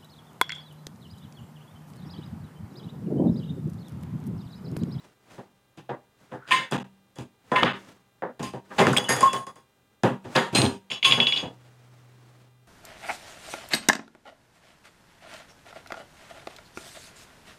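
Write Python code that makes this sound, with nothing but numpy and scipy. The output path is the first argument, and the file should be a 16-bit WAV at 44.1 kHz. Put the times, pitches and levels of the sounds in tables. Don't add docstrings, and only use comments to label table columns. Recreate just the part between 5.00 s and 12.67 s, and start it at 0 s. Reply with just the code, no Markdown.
import sys
import numpy as np
from scipy import signal
from scipy.fft import rfft, irfft
from scipy.io import wavfile
from scipy.ndimage import uniform_filter1d

SR = 44100
rng = np.random.default_rng(int(sys.argv[2]) if len(sys.argv) > 2 else 0)


def dump_mix(stems):
    frames = np.atleast_2d(stems).T
    limited = np.clip(frames, -1, 1)
    pcm = np.round(limited * 32767).astype(np.int16)
    wavfile.write(sys.argv[1], SR, pcm)


N = 338327
TIME = np.arange(N) / SR
RING_S = .55
AGE = np.arange(int(RING_S * SR)) / SR

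# start in seconds, build-up in seconds, level in dB, weight in dB, sharpness in dB,
# bending level in dB, tin wall level in dB, top of the wall's ring in Hz, shimmer level in dB.
SCRAPES = [(1.463, 0.021, -43.5, -6.5, 0.5, -51.5, -46.5, 1693, -65),
           (1.505, 0.0091, -29, -16.5, 5.5, -20, -22.5, 3800, -39.5),
           (1.551, 0.014, -37, -7, -4, -58, -31, 3860, -56.5),
           (2.554, 0.0056, -20.5, -16.5, -14.5, -23.5, -23.5, 3130, -54.5),
           (2.644, 0.012, -19.5, -38.5, -12.5, -55, -35.5, 4030, -67),
           (3.425, .0053, -49.5, 8, 9.5, -38.5, -48, 3800, -57.5),
           (3.779, 0.012, -15.5, -1.5, -13, -24.5, -28.5, 3460, -43.5),
           (4.081, 0.0081, -31.5, -29, -1, -39.5, -25.5, 1940, -27.5),
           (5.347, 0.01, -17, -5.5, -10.5, -38, -27.5, 1800, -48.5),
           (5.546, 0.0097, -28.5, -0.5, 6.5, -55, -52, 4000, -43.5),
           (6.037, .014, -36, -25, 20, -26.5, -40.5, 4050, -33.5),
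           (6.075, 0.017, -39.5, 4.5, 1.5, -60.5, -35.5, 4030, -48.5)]
# frequency in Hz, width in Hz, peak in dB.
EDGE = [(2600, 580, -5), (4900, 55, 11), (6400, 2500, -1.5), (10800, 2800, -10.5)]
# frequency in Hz, level in the hand in dB, level lying loose in dB.
SHIMMER = [(4640, -14, -2), (4818, -1, 2), (4947, -1, -8), (5443, -9, -5), (6480, 1, -3), (6751, -1, -14),
           (6885, -5, -8), (7133, -3, -5), (8230, -7, -22), (8436, -4, -24), (8725, -1, -15),
           (10067, -4, -19), (10449, -6, -19), (11380, -15, -28), (12172, -14, -26), (15089, -14, -34)]
# time in seconds, frequency in Hz.
BEND = [(1.5, 1037), (2.5, 1012), (4.0, 1077)]


def amp(db):
    return 10 ** (np.asarray(db) / 20)


def unit(x):
    return x / np.sqrt(np.mean(x ** 2))


def burst(x, db):
    return x * amp(db) / np.sqrt(np.sum(x ** 2) / (.05 * SR))


def fade(t60):
    return np.exp(-np.log(1000) * AGE / max(t60, 1 / SR))


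def band(x, lo_hz, hi_hz, order=3):
    sos = signal.butter(order, [lo_hz, min(hi_hz, SR / 2 - 1)], "band", fs=SR, output="sos")
    return signal.sosfilt(sos, x)


def through(x, response):
    return signal.fftconvolve(x, response)[:len(x)]


def add(out, s, x):
    start = max(int(s * SR), 0)
    out[start:start + len(x)] += x[:N - start]


def coloured(points):
    hz, db = np.transpose(points)
    log_hz = np.log(np.fft.rfftfreq(N, 1 / SR) + 1)
    gain = amp(np.interp(log_hz, np.log(hz), db))
    return unit(irfft(rfft(rng.standard_normal(N)) * gain, N))


def background():
    # frequency in Hz, level in dB.
    air_colour = [(15, -64.5), (25, -16), (123, -4.5), (489, -12.5), (1650, -22), (2280, -29.5),
                  (2480, -25), (16000, -29.5)]
    # time in seconds, level in dB.
    hum_levels = [(6.2, -76), (6.5, -55), (7.3, -55), (7.67, -61)]
    air_db, hum_hz, whine_hz = -69, 123.5, 400
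    hum = amp(np.interp(TIME, *np.transpose(hum_levels))) * np.sin(2 * np.pi * hum_hz * TIME)
    whine = sum(amp(-80 - k / 2) * np.sin(2 * np.pi * k * whine_hz * TIME + k * k) for k in range(1, 11))
    return amp(air_db) * coloured(air_colour) + np.sqrt(2) * (hum + whine)


def shifting(rough_db=1.5):
    # frequency in Hz, level in dB.
    rub_colour = [(40, -19), (110, -2), (300, -2.5), (1400, -9.5), (3000, -17.5), (8000, -23.5),
                  (16000, -38.5)]
    # start in seconds, end in seconds, level in dB.
    swells = [(-0.004, 0.062, -57), (0.323, 0.352, -51), (1.21, 1.342, -60), (2.767, 2.891, -52),
              (6.477, 6.556, -75)]
    # start in seconds, end in seconds, level in dB.
    held = (6.5, 7.45, -61)
    rise_db_per_s, fall_db_per_s = 161, 121.5
    grip_db, rest_db = -27, -72

    def swell_gain(start_s, end_s, db):
        rise = rise_db_per_s * np.maximum(start_s - TIME, 0)
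        fall = fall_db_per_s * np.maximum(TIME - end_s, 0)
        return amp(db - rise - fall)

    grips = [(s, s, db + grip_db) for s, _, db, *_ in SCRAPES]
    loudest = np.max([swell_gain(*row) for row in swells + grips + [held]], axis=0)
    catch = unit(uniform_filter1d(rng.standard_normal(N), size=900))
    return coloured(rub_colour) * np.maximum(loudest, amp(rest_db)) * amp(rough_db * catch)


def force(build_s, grit_db=6.0):
    jerks = rng.standard_normal(len(AGE)) * amp(grit_db * rng.exponential(size=len(AGE)).clip(0, 3))
    jerks *= rng.random(len(AGE)) < .12
    if build_s < .001:
        return signal.unit_impulse(len(AGE))
    swell = AGE / build_s
    return jerks * swell ** 2 * np.exp(-2 * np.minimum(swell, 50))


def workshop(t60, direct_db=-7, late_db=-33, late_t60=0.98, gather_s=0.004):
    crack, early, late = rng.standard_normal((3, len(AGE)))
    early = early * (1 - np.exp(-AGE / gather_s))
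    direct = burst(crack * fade(0.0036), direct_db)
    return direct + burst(early * fade(t60), 0) + burst(late * fade(late_t60), late_db)


def even(x, size=4096, count=200):
    power = uniform_filter1d(np.abs(rfft(x, size)) ** 2, size=12)
    cepstrum = irfft(-np.log(power + 1e-12) / 2)
    cepstrum[1:count] *= 2
    cepstrum[count:] = 0
    return through(x, irfft(np.exp(rfft(cepstrum)))[:2 * count])


def resonances(table):
    peaks = sum(amp(db) * 2 * np.pi * width / SR * np.exp(-np.pi * width * AGE) * np.cos(2 * np.pi * hz * AGE)
                for hz, width, db in table)
    return signal.unit_impulse(len(AGE)) + peaks


def contact(register_db, t60, build_s=0, weight_db=0, sharp_db=0, edge=None, clack_hz=2020):
    # frequency in Hz, width in Hz, peak in dB.
    slab_modes = [(130.3, 10, 8), (193.4, 2.7, 6), (241.2, 12, 2), (395.7, 13, 3), (512, 50, 1.5),
                  (808, 11, -0.5), (940, 4.5, 3.5), (1190, 25, -0.5)]
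    weight_share = np.array((0.96, 0.82, 0.0083, 0.035, 0.47))
    sharp_share = np.array((0.36, 0.019, 0.28, 0.85, 0.96))
    levels_db = register_db + weight_db * weight_share + sharp_db * sharp_share
    thud_db, knock_db, clack_db, clank_db, tick_db = levels_db
    push = force(build_s)
    body = through(even(through(push, workshop(t60, direct_db=-6))), resonances(slab_modes))
    steel = through(even(through(push, workshop(1.1 * t60, direct_db=-2.5))), edge)
    deepest_hz = np.clip(108 * 2 ** (-weight_db / 20), 90, 160)
    thud = burst(band(body, deepest_hz, 350), thud_db)
    knock = burst(band(body, 363, 880), knock_db)
    clack = burst(band(body, 920, clack_hz, order=4), clack_db)
    clank = burst(band(steel, 2300, 3680, order=3), clank_db)
    tick = burst(band(band(steel, 3300, 21000), 1200, 8400, order=2), tick_db)
    return thud + knock + clack + clank + tick


def ring(modes, db, t60, chatter_db, scatter_db=2, room_db=-3):
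    chance = rng.standard_normal((len(modes), 3))
    tone = sum(amp(mode_db + scatter_db * size) * np.sin(2 * np.pi * (hz * (1 + 0.0011 * detune) * AGE + phase))
               for (hz, mode_db), (size, detune, phase) in zip(modes, chance))
    tone = tone * fade(t60) * (1 - np.exp(-AGE / 0.0035))
    flutter = 1 + .5 * unit(uniform_filter1d(rng.standard_normal(len(AGE)), size=200))
    chatter = through(tone, force(0.011)) * flutter
    reflected = through(tone, workshop(0.23))
    return burst(burst(tone, 0) + burst(chatter, chatter_db) + burst(reflected, room_db), db)


def tin():
    # start in seconds, build-up in seconds, level in dB, weight in dB,
    # sharpness in dB.
    knocks = [(0.381, 0, -46, -1.5, -3.5), (0.768, 0.0063, -53, -1.5, 14),
              (0.889, 0.0053, -31.5, -6, -16.5), (1.306, 0.014, -38.5, -3.5, -8.5),
              (1.722, 0.00019, -30, -5, 7), (2.186, 0.00056, -52, 5, 15), (2.516, 0.0018, -21.5, -10, -11),
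              (2.625, 0, -26.5, -2, -6.5), (3.221, 0.0012, -25.5, -10.5, -25.5),
              (3.391, 0.0059, -42, 1, 6.5), (3.536, 0, -42.5, 2, -5.5), (3.7, 0.0053, -35, -18, -10.5),
              (3.869, 0, -27, -1, 7.5), (5.034, 0.0014, -22.5, -2.5, -1), (5.24, 0.0023, -47, 0.5, 5),
              (5.52, 0.016, -40.5, 2, 11), (5.584, 0.0014, -34.5, 3.5, 10.5),
              (5.617, 0.012, -32.5, 1.5, 12), (5.651, 0.003, -41, -25.5, -5.5),
              (5.69, 0.001, -49.5, 1.5, -14), (6.172, 0.0041, -30, -5, 1.5), (6.424, 0.0082, -41, 1.5, -5)]
    # frequency in Hz, level in dB.
    lid_modes = [(2530, -3), (4134, 0), (6632, -12), (7913, -14), (8274, -13), (8721, -5)]
    # start in seconds, level in dB.
    landings = [(5.547, -23.5), (5.61, -35)]
    register_db, t60_s = (5.5, 4, -5, -13, -20), 0.26
    out, rim = np.zeros(N), resonances(EDGE)
    for s, build_s, db, weight_db, sharp_db in knocks:
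        blow = contact(register_db, t60_s, build_s, weight_db, sharp_db, edge=rim, clack_hz=1836)
        add(out, s, amp(db) * blow)
    for s, db in landings:
        add(out, s, ring(lid_modes, db, t60=0.19, chatter_db=-6))
    return out


def snap(db, hz, t60=.018, attack_s=.0003, grit=.3, order=2):
    grains = grit * rng.standard_normal(len(AGE)) * fade(t60) * (1 - np.exp(-AGE / attack_s))
    crack = band(signal.unit_impulse(len(AGE)) + grains, hz / 1.235, hz * 1.26, order=order)
    return amp(db) * crack / np.abs(crack).max()


def creep():
    # start in seconds, build-up in seconds, level in dB, lowest and highest frequency in Hz.
    slow_drag = (1.27, 0.18, -47, 1260, 1640)
    s, build_s, db, lo_hz, hi_hz = slow_drag
    out = np.zeros(N)
    add(out, s, burst(band(force(build_s, grit_db=1.5), lo_hz, hi_hz, order=2), db))
    return out


def blade_edge():
    driven_width_hz, driven_db = 45, 14
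    return resonances(EDGE + [(hz, driven_width_hz, driven_db + db) for hz, db, _ in SHIMMER])


def grind(build_s, db, top_hz):
    # frequency in Hz, width in Hz, peak in dB.
    wall_modes = [(1696, 35, -8), (1830, 35, 0), (2090, 35, 1), (2260, 35, -4), (2660, 60, -6),
                  (2960, 60, -7), (3450, 35, -6)]
    wall = sum(amp(peak_db) * width * np.exp(-np.pi * width * AGE) * np.sin(2 * np.pi * hz * AGE)
               for hz, width, peak_db in wall_modes)
    jerks = even(through(force(build_s), workshop(0.32, direct_db=-4.5)))
    return burst(through(jerks, band(wall, 1400, max(top_hz, 1600), order=2)), db)


def twang(s, bend_db, ring_db, shimmer_db, loose=False):
    # frequency in Hz, level in dB.
    blade_modes = [(2686, -16), (2918, -13), (3015, -12), (3372, 0)]
    bend_hz = np.interp(s, *np.transpose(BEND))
    shimmer_modes = [(hz, loose_db if loose else held_db) for hz, held_db, loose_db in SHIMMER]
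    shimmer = ring(shimmer_modes, shimmer_db, t60=.14 if loose else .22, chatter_db=-3)
    bend = ring([(bend_hz, 0)], bend_db, t60=.17, chatter_db=-5)
    return bend + ring(blade_modes, ring_db, t60=0.19, chatter_db=-8) + shimmer


def judder(db):
    tip_modes, t60_s = [(3340, 4), (5050, -12), (8300, -6)], 0.014
    tone = sum(amp(mode_db) * np.sin(2 * np.pi * hz * (1 + 0.024 * rng.standard_normal()) * AGE)
               for hz, mode_db in tip_modes)
    return amp(db) * fade(t60_s) * tone


def singing(start_s, end_s, db, attack_s=0.0042, t60=0.025):
    release = np.exp(-np.log(1000) * np.maximum(AGE - (end_s - start_s), 0) / t60)
    envelope = (1 - np.exp(-AGE / attack_s)) * release
    bend_hz = np.interp(start_s, *np.transpose(BEND))
    return amp(db) * np.sqrt(2) * envelope * np.sin(2 * np.pi * bend_hz * AGE)


def prising():
    # start in seconds, peak in dB, centre in Hz,
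    # 60 dB decay of the grit in seconds.
    snaps = [(1.522, -5.5, 2340, 0.024), (2.562, -12.5, 2250, 0.018), (2.631, -6, 1110, 0.012),
             (2.6323, -8.5, 2730, 0.017), (2.648, -24, 3450, 0.0097), (3.793, -15.5, 3200, 0.031),
             (3.8693, -10, 1460, 0.013), (3.933, -16, 1260, 0.023), (3.9656, -8, 2390, 0.016),
             (4.124, -21, 5300, 0.018), (5.363, -12, 3700, 0.014), (5.557, -13.5, 3350, 0.015),
             (5.586, -23, 3700, .01), (5.618, -6, 3530, 0.0079), (5.662, -16.5, 3350, 0.019),
             (.892, -39, 2760, 0.093), (4.332, -28, 3000, 0.0094), (4.364, -28, 2900, 0.018),
             (5.034, -26.5, 6280, 0.0083), (5.653, -18, 3370, .012)]
    # start in seconds, level in dB, bending level in dB, ring in dB.
    flicks = [(1.712, -48, -71, -45), (2.157, -56, -72.5, -56), (2.518, -57, -26.5, -48),
              (3.93, -41.5, -35.5, -49.5), (3.968, -37, -66.5, -34.5), (4.041, -51.5, -63, -37),
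              (4.091, -33, -47, -52.5), (4.123, -39.5, -45, -47), (4.164, -40, -56.5, -41),
              (4.207, -36.5, -33, -38.5), (4.228, -40, -17, -39), (4.274, -51.5, -35, -36.5),
              (4.331, -40.5, -27, -44), (4.467, -53.5, -40, -59), (4.557, -57.5, -55.5, -63)]
    # start in seconds, level in dB.
    judders = [(3.9705, -16), (3.974, -11.5), (3.982, -13), (3.9845, -17)]
    # start in seconds, end in seconds, level in dB.
    song = (4.232, 4.284, -16.5)
    scrape_db, scrape_t60_s = (1, 0, -3.5, -1.5, -7), 0.29
    flick_db, flick_t60_s, flick_build_s = (2, 6, 3, -4, -4), 0.25, 0.0015
    out, edge = np.zeros(N), blade_edge()
    add(out, song[0], singing(*song))
    for s, build_s, db, weight_db, sharp_db, bend_db, wall_db, top_hz, shimmer_db in SCRAPES:
        scrape = contact(scrape_db, scrape_t60_s, build_s, weight_db, sharp_db, edge=edge)
        add(out, s, amp(db) * scrape + grind(build_s, wall_db, top_hz))
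        add(out, s + 0.72 * build_s, twang(s, bend_db, db - 23, shimmer_db))
    for s, db, bend_db, ring_db in flicks:
        touch = amp(db) * contact(flick_db, flick_t60_s, flick_build_s, edge=edge)
        add(out, s, touch + snap(db + 16.5, hz=7550) + twang(s, bend_db, ring_db, db - 5.5))
    for s, db, hz, t60 in snaps:
        add(out, s, snap(db, hz, t60))
    for s, db in judders:
        add(out, s, judder(db))
    return out


def dropped_knife():
    # start in seconds, level in dB, peak of the crack in dB,
    # centre of the crack in Hz, ring level in dB.
    bounces = [(5.901, -37, -28, 2800, -58), (5.914, -33.5, -19.5, 2510, -35),
               (6.028, -34, -10, 2640, -30.5), (6.046, -28.5, -11, 3130, -18.5),
               (6.111, -29.5, -10, 2900, -38), (6.122, -25.5, -2.5, 2820, -26.5),
               (6.201, -32.5, -4, 2830, -19.5), (6.269, -30.5, -7.5, 2990, -24),
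               (6.323, -34.5, -9, 2940, -24.5), (6.362, -33, -18, 3230, -37), (6.374, -36, -16, 3250, -47),
               (6.402, -54.5, -24, 2940, -48)]
    register_db, t60_s, build_s = (-14, -12.5, -13.5, -3, -19), 0.25, 0.0033
    out, edge = np.zeros(N), blade_edge()
    for s, db, crack_db, crack_hz, ring_db in bounces:
        blow = amp(db) * contact(register_db, t60_s, build_s, edge=edge)
        crack = snap(crack_db, crack_hz, order=3)
        add(out, s, blow + crack + twang(s, db - 15, ring_db, db - 12, loose=True))
    return out


def expander(x, threshold_db=-40, slope=0.94, depth_db=7):
    level_db = 10 * np.log10(np.abs(uniform_filter1d(x ** 2, size=500)) + 1e-12)
    cut_db = np.clip(slope * (threshold_db - level_db), 0, depth_db)
    return x * amp(-uniform_filter1d(cut_db, size=200))


def drop_out(x):
    # start in seconds, end in seconds.
    dropouts = [(1.771, 1.777), (1.792, 1.798), (1.83, 1.843), (2.726, 2.732)]
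    is_gap = sum(1. * ((TIME > start_s) & (TIME < end_s)) for start_s, end_s in dropouts)
    gap = uniform_filter1d(is_gap, size=30)
    bass = signal.sosfiltfilt(signal.butter(2, 250, fs=SR, output="sos"), x)
    return x + gap * (bass - x)


def scene():
    contacts = expander(tin() + prising() + dropped_knife())
    return (contacts + creep() + shifting() + background())[None]


def record(dry):
    top_hz = 15900
    rounded = 2 * np.tanh(drop_out(dry) / 2)
    return signal.sosfilt(signal.ellip(8, .2, 70, top_hz, fs=SR, output="sos"), rounded)


dry = scene()
out = record(dry)
dump_mix(out)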